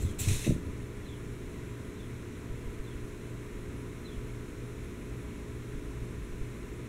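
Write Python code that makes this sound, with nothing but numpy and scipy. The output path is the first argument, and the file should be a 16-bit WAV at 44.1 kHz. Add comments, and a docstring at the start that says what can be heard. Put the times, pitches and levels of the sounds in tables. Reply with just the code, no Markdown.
"""A hand brushes off a microphone's case with a short rustle, and the case settles on the carpet with a soft thump.
A cat then pads closer over a wooden floor, each paw a faint low thud under the hum of an appliance.
From outside come a few falling bird chirps and the thin, nearly even pulsing of an insect.
Rubbing is clumpy noise, thuds are fading rings, the hum is a stack of tones, and chirps are gliding tones."""
import sys
import numpy as np
from scipy import signal
from scipy.fft import rfft, irfft
from scipy.io import wavfile

SR = 44100
rng = np.random.default_rng(int(sys.argv[2]) if len(sys.argv) > 2 else 0)


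def generate_wav(signal):
    """Clip the signal to [-1, 1] and save it as 16-bit WAV at the path in sys.argv[1]."""
    frames = np.transpose(np.atleast_2d(signal))
    scaled = np.clip(frames, -1, 1) * 32767
    pcm = np.round(scaled).astype(np.int16)
    wavfile.write(sys.argv[1], SR, pcm)


N = 303408
TIME = np.arange(N) / SR   # seconds

# low rumble of the room's still air: pitch_hz, level_db_per_hz
RUMBLE_SPECTRUM = [(12, -74), (22, -63.5), (50, -64.5), (80, -65), (140, -70), (220, -71.5), (340, -74.5),
                   (430, -76), (500, -81.5), (570, -86), (660, -84.5), (755, -96), (830, -90), (1000, -110)]
# soft hiss of the room's still air: pitch_hz, level_db_per_hz
HISS_SPECTRUM = [(760, -108), (900, -93), (980, -84), (1120, -88.5), (1400, -87.5), (1650, -89),
                 (2150, -87.5), (2600, -91.5), (3050, -97), (3900, -96), (5200, -100), (7200, -99),
                 (11000, -104.5), (16000, -114)]
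# tones of the appliance motor: multiple_of_speed, rms_level_db
MOTOR_TONES = [(1, -66.5), (2, -50.5), (3, -59.5), (4, -56), (5, -55.5), (6, -55), (7, -53.5), (8, -64),
               (9, -72.5)]
# bird calls: start_s, level_db, first_note_accent_db
BIRD_CALLS = [(.024, -54, -7), (1.054, -54, -1), (1.962, -59, -6), (2.838, -58, -3), (4.049, -55.5, 7)]
# notes of one call: after_start_s, pitch_hz, level_db, fall_hz_per_s, half_length_s, rasp_radians
BIRD_NOTES = [(.014, 4020, 0, 6000, .012, .5), (.040, 3540, 0, 7000, .014, 1.1),
              (.078, 3330, 0, 6000, .013, .9), (.104, 2980, -9, 9000, .012, 1.4)]
# paws on the boards: start_s, peak_db
PAW_STEPS = [(2.498, -28), (2.66, -30), (2.788, -29.5), (2.939, -36), (3.029, -33), (3.542, -35),
             (4.163, -28), (5.735, -29), (5.768, -33), (6.015, -32), (6.308, -33), (6.407, -25.5)]
# ringing of the floor boards: pitch_hz, level_db, fade_by_60_db_s
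BOARD_MODES = [(30, 4, 0.039), (51, 3, 0.049), (72.6, -8, 0.053), (120, -10.5, 0.044)]
# the case rocking and settling: start_s, peak_db, contact_s
CASE_KNOCKS = [(.001, -37, 0.0076), (.039, -26, 0.01), (.264, -21.5, 0.0079), (.305, -26, 0.0065),
               (.4625, -23, 0.00049), (.471, -19, 0.0013), (.484, -13, 0.0049), (.502, -19.5, 0.0013),
               (.512, -20, 0.0056), (.557, -28.5, 0.0029)]
# ringing of the case on the floor: pitch_hz, level_db, fade_by_60_db_s
CASE_RINGS = [(88.2, -7, 0.31), (119, 0, 0.043), (170.4, 0, 0.067), (236, -1, 0.075), (319, -1, 0.077),
              (402, -9, 0.096), (483, -8, .08), (590, -10.5, 0.082), (664, -13, 0.037)]
# fingers catch the edge of the case and slip off: start_s, level_db
EDGE_CATCHES = [(.022, -49), (.199, -34)]
# what the scraped edge rings with: pitch_hz, width_hz, level_db
EDGE_RINGS = [(7330, 680, 0), (7700, 740, 6.5), (10650, 600, -1), (11900, 360, 1), (12650, 700, -8),
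              (15000, 1000, -5)]
# hollow of the case under the last scuff: pitch_hz, width_hz, level_db
SCUFF_RINGS = [(2060, 350, -2), (2580, 400, -2), (3780, 510, -2), (6100, 530, -4)]
# the hand slides over the case: start_s, length_s, level_db
HAND_SLIDES = [(.002, 0.11, -51.5), (0.201, 0.073, -38.5), (0.286, 0.21, -36.5)]
# tone colour of the sliding friction: pitch_hz, relative_level_db_per_hz
SLIDE_SPECTRUM = [(500, -14), (900, -11), (1400, -10.5), (2000, -5), (2600, 0), (3100, -6.5), (3800, 0.5),
                  (5200, -5), (6500, -1), (9500, -3.5), (11500, -9.5), (13200, -15), (16000, -20)]
# the hand's weight bears on the case: start_s, length_s, level_db
HAND_PRESSES = [(.002, .06, -30.5), (.195, .01, -31), (0.269, .05, -30), (0.501, .02, -29),
                (.675, .01, -36.5)]
# tone colour of the handling rumble: pitch_hz, relative_level_db_per_hz
PRESS_SPECTRUM = [(15, 7), (40, -8.5), (85, 4), (130, -4.5), (200, -10.5), (350, -17.5), (600, -29),
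                  (1200, -58)]


def from_db(db):
    """Turn decibels into a gain."""
    return 10 ** (np.asarray(db) / 20)


def rms_one(x):
    """Scale a sound to an average (rms) level of 1."""
    return x / np.sqrt(np.mean(x ** 2) + 1e-20)


def coloured(x, spectrum):
    """Give white noise of unit rms a spectrum in dB per Hz, falling steeply past both ends."""
    hz, db = np.transpose(spectrum)
    octave = np.log2(np.maximum(np.fft.rfftfreq(N, 1 / SR), 1))
    inside = np.clip(octave, np.log2(hz[0]), np.log2(hz[-1]))
    octaves_outside = np.abs(octave - inside)
    level_db = np.interp(octave, np.log2(hz), db) - 40 * octaves_outside
    return irfft(rfft(x) * from_db(level_db), N) * np.sqrt(SR / 2)


def noise_band(hz, width_hz):
    """Noise in one bell-shaped band around a pitch; unit rms."""
    bell = np.exp(-2 * ((np.fft.rfftfreq(N, 1 / SR) - hz) / width_hz) ** 2)
    return rms_one(irfft(rfft(rng.standard_normal(N)) * bell, N))


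def drift(rate):
    """Smooth random wandering, changing about rate times a second; unit rms."""
    return noise_band(0, 2 * rate)


def resonance(x, hz, width_hz):
    """A two-pole resonance: it favours one pitch, with a gain of 1 at its top."""
    r = np.exp(-np.pi * width_hz / SR)
    feed = np.array([1, 0, -1]) * (1 - r * r) / 2
    feedback = [1, -2 * r * np.cos(2 * np.pi * hz / SR), r * r]
    return signal.lfilter(feed, feedback, x)


def envelope(start, length, db, attack_s, release_db_per_s, sag_db_per_s=0):
    """Gain over time: a smooth attack ending at start, a hold that may sag, then a release."""
    t = TIME - start
    attack = np.sin(np.pi / 2 * np.clip(1 + t / attack_s, 0, 1)) ** 2
    sag_db = sag_db_per_s * np.clip(t, 0, length)
    release_db = release_db_per_s * np.maximum(t - length, 0)
    return attack * from_db(db - sag_db - release_db)


def bump(s, half_length_s):
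    """A bell-shaped swell of height 1 around a moment."""
    return np.exp(-((TIME - s) / half_length_s) ** 2)


def blows(rows, modes, vary_db):
    """Soft contacts ring a body; a longer contact leaves out its higher modes."""
    out, t = np.zeros(N + SR), TIME[:SR // 2]
    hz, db, t60 = np.transpose(modes)
    sign = (-1) ** np.arange(len(modes))   # neighbouring modes swing in opposite directions
    fades = np.exp(-np.log(1000) * t / t60[:, None])
    rings = np.sin(2 * np.pi * hz[:, None] * t) * fades
    chances = rng.standard_normal((len(rows), len(modes)))
    for (s, peak_db, contact), chance in zip(rows, chances):
        push = np.sin(np.pi * np.minimum(t / contact, 1)) ** 2
        ringing = (sign * from_db(db + vary_db * chance)) @ rings
        blow = signal.fftconvolve(ringing, push)[:len(t)]
        start = max(round(s * SR), 0)
        out[start:start + len(t)] += from_db(peak_db) * blow / np.abs(blow).max()
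    return out[:N]


def friction(grain_db, grains_per_s):
    """Countless tiny slips that come in clumps: white noise of unsteady level; unit rms."""
    return rms_one(rng.standard_normal(N) * from_db(grain_db * drift(grains_per_s)))


def rubbed(modes):
    """Friction makes a set of modes ring, each filtered twice for a sharper peak; unit rms."""
    slips = friction(grain_db=2.5, grains_per_s=270)
    rings = 0
    for hz, width_hz, db in modes:
        once = resonance(slips, hz, width_hz)
        rings = rings + from_db(db) * resonance(once, hz, width_hz)
    return rms_one(rings)


def room_air():
    """Steady rumble and hiss, and a deep drone that swells up in the building and eases."""
    rumble = coloured(rng.standard_normal(N), RUMBLE_SPECTRUM)
    hiss = coloured(rng.standard_normal(N), HISS_SPECTRUM)
    drone_gain = envelope(5.35, 0, db=-45, attack_s=.7, release_db_per_s=3.5)
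    drone = drone_gain * noise_band(55.2, width_hz=12)
    swell = from_db(-44) * bump(7.2, half_length_s=0.08) * noise_band(251, width_hz=49)
    return rumble + hiss + drone + swell


def appliance(motor_hz=59.24, wander_hz=0.1041, waver_db=0.75, mains_hum_hz=120.74):
    """A motor slips just behind the mains, so its second harmonic beats with the hum; its fan blurs a tone."""
    turns = np.cumsum(motor_hz + wander_hz * drift(1.7)) / SR
    motor = 0
    for multiple, db in MOTOR_TONES:
        gain = from_db(db + waver_db * drift(1.4))
        motor = motor + gain * np.sin(2 * np.pi * (round(multiple) * turns + rng.random()))
    mains = from_db(-49.5) * np.sin(2 * np.pi * (mains_hum_hz * TIME + rng.random()))
    fan = from_db(-58) * noise_band(273.1, width_hz=5)
    return np.sqrt(2) * (motor + mains) + fan   # the root of 2 turns rms levels into sine heights


def insect(period_s=.17536, jitter_s=.008, vary_db=1, stroke_half_length_s=0.039):
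    """Each wing stroke rasps a narrow, very high resonance, a little off in time and strength."""
    beats = np.arange(.637, N / SR, period_s)
    chances = rng.standard_normal((len(beats), 2))
    strokes = 0
    for s, (late, push) in zip(beats, chances):
        stroke = bump(s + jitter_s * late, stroke_half_length_s)
        strokes = strokes + from_db(vary_db * push) * stroke
    return from_db(-72) * strokes * noise_band(10450, width_hz=280)


def bird(echo_t60_s=0.13, echo_db=-4):
    """A distant call steps down through four short, raspy, falling notes, blurred by reflections."""
    song, flutter = np.zeros(N), drift(130)
    for s, call_db, accent_db in BIRD_CALLS:
        for k, (after, hz, note_db, fall, half_length, rasp) in enumerate(BIRD_NOTES):
            t = TIME - s - after
            near = np.abs(t) < half_length * np.pi   # only compute where the note is heard
            t = t[near]
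            phase = 2 * np.pi * (hz - fall * t / 2) * t + rasp * flutter[near]
            gain = from_db(call_db + note_db + accent_db * (k == 0))
            song[near] += gain * np.exp(-(t / half_length) ** 2) * np.sin(phase)
    echo_fade = np.exp(-np.log(1000) * TIME[:SR // 2] / echo_t60_s)
    echoes = rng.standard_normal(SR // 2) * echo_fade
    echoes = echoes / np.linalg.norm(echoes)
    return song + from_db(echo_db) * signal.fftconvolve(song, echoes)[:N]


def cat(pad_contact_s=0.0073):
    """Padded paws press slowly, so mainly the lowest modes of the boards answer."""
    steps = [(s, db, pad_contact_s) for s, db in PAW_STEPS]
    return blows(steps, BOARD_MODES, vary_db=1.5)


def strongest(envelopes):
    """Follow whichever gain is highest at each moment."""
    return np.max(envelopes, axis=0)


def hand():
    """Skin catches the edge of the case and slides off it, while the case rumbles and knocks on the floor."""
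    catching = strongest([envelope(s, 0, db, attack_s=.016, release_db_per_s=340)
                          for s, db in EDGE_CATCHES])
    sliding = strongest([envelope(*row, attack_s=0.021, release_db_per_s=210, sag_db_per_s=38)
                         for row in HAND_SLIDES])
    pressing = strongest([envelope(*row, attack_s=0.023, release_db_per_s=148)
                          for row in HAND_PRESSES])
    # a last, duller scuff as the hand lets go
    letting_go = envelope(.45, 0, db=-40, attack_s=0.015, release_db_per_s=290)
    scrapes = catching * rubbed(EDGE_RINGS) + letting_go * rubbed(SCUFF_RINGS)
    brush = rms_one(coloured(friction(grain_db=1.0, grains_per_s=120), SLIDE_SPECTRUM))
    weight = rms_one(coloured(rng.standard_normal(N), PRESS_SPECTRUM))
    knocks = blows(CASE_KNOCKS, CASE_RINGS, vary_db=1.5)
    return scrapes + sliding * brush + pressing * weight + knocks


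def scene():
    """Everything that reaches the microphone on the carpet."""
    background = room_air() + appliance() + insect() + bird()
    return (background + cat() + hand())[None]


def record(dry, notch_hz=4670, notch_width_hz=1050, notch_db=-10.5, cutoff_hz=15720):
    """The microphone's port cuts a notch in the treble; the top is cut steeply."""
    notch_band = resonance(dry, notch_hz, notch_width_hz)
    port = dry - (1 - from_db(notch_db)) * notch_band
    top_cut = signal.ellip(12, .1, 80, cutoff_hz, fs=SR, output="sos")
    return signal.sosfilt(top_cut, port)


dry = scene()
out = record(dry)
generate_wav(out)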